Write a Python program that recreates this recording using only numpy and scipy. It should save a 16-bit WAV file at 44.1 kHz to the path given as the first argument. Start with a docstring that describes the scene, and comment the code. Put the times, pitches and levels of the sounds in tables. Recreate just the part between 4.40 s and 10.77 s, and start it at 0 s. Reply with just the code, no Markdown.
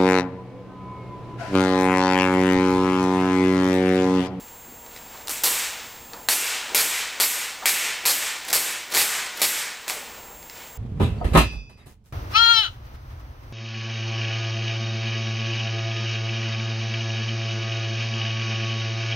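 """Clear adhesive film is pulled off its roll in short tugs, over a table in a small room.
Each tug breaks the glue with a snap, rips on in quick stick-slip, then peels with a hiss that dulls
as the roll slows, while the free strip rings with a hollow note. The roll rubs and bumps on the board
and the film ticks as it is handled. A thin electrical whine lies over the room's hum."""
import sys
import numpy as np
from scipy import signal
from scipy.fft import rfft, irfft, next_fast_len
from scipy.io import wavfile
from scipy.ndimage import minimum_filter1d

SR = 44100
rng = np.random.default_rng(int(sys.argv[2]) if len(sys.argv) > 2 else 0)


def dump(signal):
    """Clip the signal to [-1, 1] and save it as 16-bit WAV at the path in sys.argv[1]."""
    limited = np.clip(np.atleast_2d(signal).T, -1, 1)
    pcm = np.round(limited * 32767).astype(np.int16)
    wavfile.write(sys.argv[1], SR, pcm)


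N = 281137
TIME = np.arange(N) / SR

# The tugs on the film; levels are relative. Each row: start in seconds, opening snap in dB, rip length
# in seconds, rip level in dB, slips per second, depth of sticking from 0 to 1, peel hiss in dB, seconds
# until the roll slows, opening treble in dB, rub in dB, wind-up before the tug in seconds, note of the
# free strip in Hz, its level against the hiss in dB.
TUGS = [(0.894, -25, 0.023, -28.5, 190, 0.7, -37.5, 0.085, 6, -46, 0.036, 2304, -13),
        (1.036, -17.5, .044, -18.5, 170, 0.4, -27, 0.19, 8, -33.5, 0.0043, 2090, -13),
        (1.887, -8.5, 0.046, -12.5, 270, 0.37, -20.5, 0.25, 7.3, -30.5, 0.002, 2453, -8.5),
        (2.347, -10.5, 0.067, -11.5, 168, 0.42, -20.5, 0.25, 8, -29.5, 0.049, 2207, -7),
        (2.800, -10, 0.043, -11, 190, 0.45, -23.2, 0.22, 9, -32.5, 0.034, 2117, -9),
        (3.257, -7.5, 0.039, -10, 350, 0.09, -19, 0.21, 6.5, -30.5, .04, 2294, -4),
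        (3.658, -11, .057, -10, 126, 0.35, -20.5, 0.22, 7.5, -30, 0.025, 1950, -11),
        (4.129, -11, 0.038, -10, 155, 0.68, -22, 0.18, 7, -30.5, 0.066, 1946, -10.5),
        (4.548, -12, 0.019, -12.5, 140, .45, -34.5, .03, -1, -29, .03, 1692, -6),
        (4.574, -12, .05, -9.5, 210, .45, -19.5, 0.21, 6.5, -31.5, 0.0081, 1710, -7),
        (5.017, -7.5, 0.033, -9.5, 150, 0.45, -21, .185, 7, -29, 0.068, 1994, -6.5),
        (5.480, -20, 0.032, -23.5, 86, 0.64, -32, 0.039, 3, -33.5, 0.026, 2190, -6.5)]
# The bright tone of snaps and ticks. Each row: frequency in Hz, relative level in dB.
SNAP_COLOUR = [(100, -29), (300, -5), (900, -2), (1400, -2), (2200, 5), (3000, -1.5), (4300, 4.5),
               (6500, 0), (8300, -1.5), (10000, -3), (12200, 3.5), (14000, -3), (16000, -3.5)]


def rips(release_s=0.012, jitter=0.27, sag_db=2.0, uneven_db=1.64):
    """The peel line sticks and jumps at an uneven rate; each jump is a burst of cracks."""
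    # The tone of the rip. Each row: frequency in Hz, relative level in dB.
    rip_colour = [(100, -25.5), (250, -16.5), (500, -4.5), (1100, -4), (2100, 2), (3200, -2.5), (4400, 4.5),
                  (6200, -1), (7800, 1.5), (10000, -3), (12200, 3), (14000, -11), (16000, -9.5)]
    power, pace = np.zeros(N), np.exp(jitter * drift(200))
    for start, _, length_s, level_db, slips_per_s, sticking, *_ in TUGS:
        first, count = int(start * SR), SR // 4
        age = TIME[:count]
        slip_index, phase = np.divmod(np.cumsum(slips_per_s * pace[first:first + count]) / SR, 1)
        strength = from_db(uneven_db * rng.standard_normal(count))[slip_index.astype(int)]
        slips = rms_one(1 - sticking + 2 * sticking * strength * np.exp(-2 * phase))
        release = np.exp(-np.maximum(age - length_s, 0) / release_s)
        tension = from_db(level_db - sag_db * age / length_s) * release
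        power[first:first + count] += (tension * slips) ** 2
    return np.sqrt(power) * colour(cracks(per_s=9000, spread_db=2.0), rip_colour)


def snaps(decay_s=0.0015, trim_db=-1, body_hz=1500, tug_body_db=6.5, tug_edge_hz=16000, count=900):
    """A whole strip of glue lets go at once and shakes the taut film; every tug opens this way."""
    # Stray snaps of glue and flicks of film. Each row: start in seconds, relative level in dB,
    # boost or cut of the low body in dB, upper edge in Hz.
    strays = [(.463, -38.5, 12.5, 6000), (.563, -40, 13.5, 12000), (.873, -26, -10.5, 12000),
              (.882, -18.5, -11, 12000), (1.734, -23, -10, 4520), (2.357, -16, 4, 15000),
              (3.654, -14, 12, 15000), (4.091, -24, 8, 12000), (4.101, -18, -6, 11940),
              (4.538, -16, 2, 15000), (4.542, -12, 5, 14900), (4.569, -8, -12, 9030),
              (5.498, -14.5, 7.5, 12400), (6.028, -36, -2, 8000), (6.098, -33.5, 3, 8050),
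              (6.205, -42, 12, 8000), (6.221, -40, 1, 8000)]
    openings = [(start, snap_db, tug_body_db, tug_edge_hz) for start, snap_db, *_ in TUGS]
    out, lowpass = np.zeros(N), signal.butter(1, body_hz, fs=SR)
    for start, snap_db, body_db, edge_hz in openings + list(strays):
        burst = rng.choice([-1, 1], count) * np.exp(-TIME[:count] / decay_s)
        burst *= np.sqrt(.003 * SR) / np.linalg.norm(burst)   # the energy of 3 ms at unit rms
        burst += (from_db(body_db) - 1) * signal.lfilter(*lowpass, burst)
        burst = signal.lfilter(*signal.butter(2, edge_hz, fs=SR), burst)
        out[int(start * SR):][:count] += from_db(snap_db + trim_db) * burst
    return colour(out, SNAP_COLOUR)


def roll_motion(swell_db_per_s=15.5, fade_db_per_s=61.5, dulling_db_per_s=50, dullest_db=-10.5,
                wind_up_db=7.5, rub_fade_db_per_s=47.5):
    """Each tug spins the roll, which gathers speed, then slows: hiss in dB, treble in dB, rub gain."""
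    rustle, scuff, _ = handling()
    hiss_power, rub_power, trebles = rustle ** 2, scuff ** 2, []
    for start, *_, hiss_db, run_s, treble_db, rub_db, wind_up_s, _, _ in TUGS:
        age = TIME - start
        hiss_drop_db = np.maximum(swell_db_per_s * (run_s - age), fade_db_per_s * (age - run_s))
        hiss_power += (age >= 0) * from_db(hiss_db - hiss_drop_db) ** 2
        # The rub builds ahead of the tug and dies away after it.
        rub_drop_db = np.maximum(-wind_up_db * age / wind_up_s, rub_fade_db_per_s * age)
        rub_power += from_db(rub_db - np.minimum(rub_drop_db, 100)) ** 2
        trebles.append((start, treble_db))
    start, treble_db = hold_rows(trebles)
    bright_db = np.maximum(treble_db - dulling_db_per_s * (TIME - start), dullest_db)
    return 10 * np.log10(hiss_power), np.where(TIME < start, dullest_db, bright_db), np.sqrt(rub_power)


def peel(hiss_db, bright_db, trim_db=3.0, treble_db=-0.84, flutter_db=-0.27, thinning=.6):
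    """Steady peeling is a dense, fine crackle; the slower it goes, the sparser and duller it is."""
    # The tone of the peel. Each row: frequency in Hz, relative level in dB.
    peel_colour = [(150, -30), (500, -13.5), (1200, -5.5), (1800, -1), (2500, 0), (3400, -2), (4500, -5),
                   (6200, -3.5), (8100, 1.5), (10000, -9.5), (12200, -1.5), (14000, -11.5), (16000, -20.5)]
    # Each row: band centre in Hz, share of the treble change.
    dulling = [(1200, -0.2), (2500, 0.1), (4500, 0.02), (8000, 0.75), (12000, 1.58), (15000, 2.0)]
    centres, shares = zip(*dulling)
    per_s = 18000 * from_db(thinning * np.maximum(hiss_db - hiss_db.max(), -40))
    parts = bands(colour(cracks(per_s, spread_db=1.5), peel_colour), centres)
    hiss = sum(part * from_db(share * (bright_db + treble_db)) for part, share in zip(parts, shares))
    return hiss * from_db(hiss_db + trim_db + flutter_db * drift(150))


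def strip_note(hiss_db, half_width_hz=450):
    """The peel keeps the free strip ringing: a noise band, tending lower as the strip grows."""
    _, pitch_hz, level_db = hold_rows([(start, hz, db) for start, *_, hz, db in TUGS])
    lowpass = signal.butter(2, half_width_hz, fs=SR, output="sos")
    shake = signal.sosfilt(lowpass, rng.standard_normal((2, N)))
    phase = 2 * np.pi * np.cumsum(pitch_hz) / SR
    return from_db(hiss_db + level_db) * rms_one(shake[0] * np.cos(phase) + shake[1] * np.sin(phase))


def strip_colour(x, centre_hz=2150, width_hz=1500, neutral_db=-8):
    """The more the free strip rings, the more its hollow tone colours the snaps and rips."""
    _, note_db = hold_rows([(start, db) for start, *_, db in TUGS])
    hollow = signal.lfilter(*signal.iirpeak(centre_hz, centre_hz / width_hz, fs=SR), x)
    return x + (from_db(note_db - neutral_db) - 1) * hollow


def ringing(x):
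    """Whatever shakes the film sets a few narrow resonances ringing."""
    # Modes of board, hollow roll and taut film. Each row: pitch in Hz, width in Hz, gain in dB.
    modes = [(250, 8.3, -6), (462, 41, -15), (810, 46, -10), (920, 44, -12), (2180, 32, -25),
             (2520, 17, -8.5), (4370, 30, -19)]
    return x + sum(from_db(db) * signal.lfilter(*signal.iirpeak(hz, hz / width, fs=SR), x)
                   for hz, width, db in modes)


def rub(gain, trim_db=-2, grain_db=2):
    """Roll and hand slide on the board with a dull, uneven scuff."""
    # The tone of the scuff. Each row: frequency in Hz, relative level in dB.
    rub_colour = [(60, -25), (150, -14), (280, -3), (500, 0.5), (900, 0.5), (1400, -4.5), (3000, -24.5)]
    return gain * from_db(trim_db + grain_db * drift(70)) * colour(rng.standard_normal(N), rub_colour)


def handling():
    """Each shift of the hand's grip is a smooth swell in the gains of rustle, rub and ticks."""
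    # Shifts of grip. Each row: peak time in seconds, half length in seconds, then the relative
    # levels of rustle, rub and ticks in dB.
    grips = [(0.0, .1, -61, -65, -56), (0.567, 0.044, -49, -58, -52), (.76, 0.073, -47.5, -47.5, -53.5),
             (1.55, 0.037, -61, -64, -53), (1.785, 0.063, -57, -45.5, -55),
             (4.102, 0.04, -32.5, -38, -26.5), (4.529, .018, -31, -33, -25.5),
             (4.998, 0.026, -31, -40, -27), (5.87, .1, -64, -53.5, -74), (6.205, 0.074, -46, -53, -50.5)]
    return sum(np.outer(from_db(levels_db), np.exp(-.5 * ((TIME - peak_s) / half_s) ** 2))
               for peak_s, half_s, *levels_db in grips) + 1e-6


def ticks(per_s=280, spread_db=1.8, decay_s=0.0019, edge_hz=14000):
    """The film crinkles in small random ticks as the grip shifts."""
    *_, gain = handling()
    kicks = np.abs(cracks(per_s, spread_db)) + 1e-18
    bursts = signal.lfilter([1], [1, -np.exp(-1 / (decay_s * SR))], kicks)
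    crinkle = colour(bursts * rng.standard_normal(N), SNAP_COLOUR)
    return gain * rms_one(signal.lfilter(*signal.butter(1, edge_hz, fs=SR), crinkle))


def bumps(decay_s=0.011, count=6000):
    """The roll meets the board softly: a brief, dull thud or scuff, an octave wide."""
    # Each row: start in seconds, relative level in dB, band centre in Hz.
    contacts = [(0.234, -46, 240), (.282, -42.5, 260), (0.323, -43, 260), (.745, -42, 1010),
                (0.901, -33.5, 1100), (1.734, -35, 975), (1.739, -41, 203), (3.222, -24.5, 970),
                (5.498, -31, 800)]
    out = np.zeros(N)
    for start, db, hz in contacts:
        octave = signal.butter(2, [hz / np.sqrt(2), hz * np.sqrt(2)], "band", fs=SR, output="sos")
        shake = rms_one(signal.sosfilt(octave, rng.standard_normal(count)))
        out[int(start * SR):][:count] += from_db(db) * shake * np.exp(-TIME[:count] / decay_s)
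    return out


def near_reflections(x, level_db=-10, decay_s=0.039, delay_s=.002, count=4000):
    """Table top and cupboard doors throw back a quick spray of echoes."""
    age = TIME[:count]
    spray = rng.standard_normal(count) * (age > delay_s) * np.exp(-age / decay_s)
    return x + from_db(level_db) * signal.oaconvolve(x, spray / np.linalg.norm(spray))[:N]


def room(x, wet_db=-7, build_s=0.0025):
    """The walls scatter each band's energy into a diffuse tail that dies at its own rate."""
    # Each row: band centre in Hz, seconds to fall by 60 dB.
    decay_times = [(100, 0.23), (300, 0.38), (900, 0.1), (2200, 0.36), (4500, 0.41), (8000, 0.19),
                   (12000, 0.35), (15000, 0.24)]
    centres, t60s = zip(*decay_times)
    age, tail = TIME[:SR // 2], 0
    for part, air, t60 in zip(bands(x, centres), bands(rng.standard_normal(N), centres), t60s):
        build = 1 - np.exp(-(age / build_s) ** 2)
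        decay = (from_db(-60 * age / t60) * build) ** 2
        energy = signal.oaconvolve(part ** 2, decay / decay.sum())[:N]
        tail += rms_one(air) * np.sqrt(np.abs(energy))
    return x + from_db(wet_db) * tail


def background(floor_db=-47):
    """Room hum and hiss lie under a few thin, slightly wavering electrical tones."""
    # Mains hum and whine. Each row: pitch in Hz, rms level in dB, waver in Hz.
    tones = [(240.7, -64, .5), (474, -61, 0.52), (529, -63.5, 0.39), (940, -62, 0.35), (6605, -57, 3.3),
             (7536, -52.5, 1.1), (13184, -54.5, 1), (15030, -49.3, 8)]
    # The room tone. Each row: frequency in Hz, relative level in dB.
    floor_colour = [(20, -6.5), (55, 2.5), (80, -2), (130, -5), (250, -5), (380, -8), (520, -7.5),
                    (680, -5.5), (930, -3), (1150, -9), (2500, -12.5), (5000, -19), (10000, -18.5),
                    (16000, -18)]
    whine = 0
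    for hz, db, waver_hz in tones:
        phase = 2 * np.pi * np.cumsum(hz + waver_hz * drift(60)) / SR
        whine += from_db(db) * np.sqrt(2) * np.sin(phase)
    return whine + from_db(floor_db) * colour(rng.standard_normal(N), floor_colour)


def cracks(per_s, spread_db):
    """Glue threads break at random, many small and a few large; unit rms at any rate."""
    sizes = from_db(spread_db * np.minimum(rng.exponential(1, N), 4)) * rng.choice([-1, 1], N)
    return rms_one(sizes * (rng.random(N) < per_s / SR) / np.sqrt(per_s))


def from_db(db):
    """Decibels to gain."""
    return 10 ** (np.asarray(db) / 20)


def rms_one(x):
    """Scale to unit rms."""
    return x / np.sqrt(np.mean(x ** 2) + 1e-20)


def hold_rows(rows):
    """Turn a cue list's columns into signals, each row held from its start until the next."""
    starts, *columns = np.transpose(rows)
    latest = np.maximum(np.searchsorted(starts, TIME, side="right") - 1, 0)
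    return [column[latest] for column in (starts, *columns)]


def at_hz(points, hz):
    """Read a curve on a log-frequency axis."""
    point_hz, value = np.transpose(points)
    return np.interp(np.log(hz + 1), np.log(point_hz), value)


def drift(per_s):
    """A random wander of unit rms."""
    knots = rng.standard_normal(int(N / SR * per_s) + 2)
    return rms_one(np.interp(TIME * per_s, np.arange(len(knots)), knots))


def colour(x, spectrum, size=4096):
    """Shape the tone with a minimum-phase filter of unit power gain."""
    cepstrum = irfft(np.log(from_db(at_hz(spectrum, np.fft.rfftfreq(size, 1 / SR)))))
    response = irfft(np.exp(rfft(2 * cepstrum * (np.arange(size) < size // 2))))
    return signal.oaconvolve(x, response / np.linalg.norm(response))[:len(x)]


def bands(x, centres):
    """Split into overlapping bands that add up to the whole."""
    size = next_fast_len(len(x))
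    whole, hz = rfft(x, size), np.fft.rfftfreq(size, 1 / SR)
    return [irfft(whole * at_hz(np.c_[centres, solo], hz), size)[:len(x)]
            for solo in np.eye(len(centres))]


def gain_control(x, ceiling_db=-16.5, attack_s=0.0043, hold_s=0.33, release_db_per_s=20):
    """Loud sound ducks the gain quickly; it is held there, then creeps back."""
    pole, hold = np.exp(-1 / (attack_s * SR)), 2 * int(hold_s * SR / 2) + 1
    level_db = 10 * np.log10(signal.lfilter([1 - pole], [1, -pole], x[0] ** 2) + 1e-12)
    duck_db = np.minimum(ceiling_db - level_db, 0)
    held_db = -minimum_filter1d(duck_db, hold, origin=hold // 2, mode="nearest")
    release_db = release_db_per_s * TIME
    cut_db = np.maximum.accumulate(held_db + release_db) - release_db
    return x * from_db(-cut_db)


def scene(film_db=-0.5):
    """The roll's motion drives hiss, note and rub; the whole mix is the same in both channels."""
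    hiss_db, bright_db, rub_gain = roll_motion()
    rolling = peel(hiss_db, bright_db) + strip_note(hiss_db) + rub(rub_gain)
    tearing = strip_colour(rips() + snaps())
    film = from_db(film_db) * ringing(tearing + rolling + ticks() + bumps())
    mono = room(near_reflections(film)) + background()
    return np.array([mono, mono])


def record(dry, top=0.69, cutoff_hz=15800):
    """Gain control, softly rounded peaks and a steep cut of the highest treble."""
    rounded = top * np.tanh(gain_control(dry) / top)
    return signal.sosfilt(signal.ellip(10, .1, 80, cutoff_hz, fs=SR, output="sos"), rounded)


dry = scene()
out = record(dry)
dump(out)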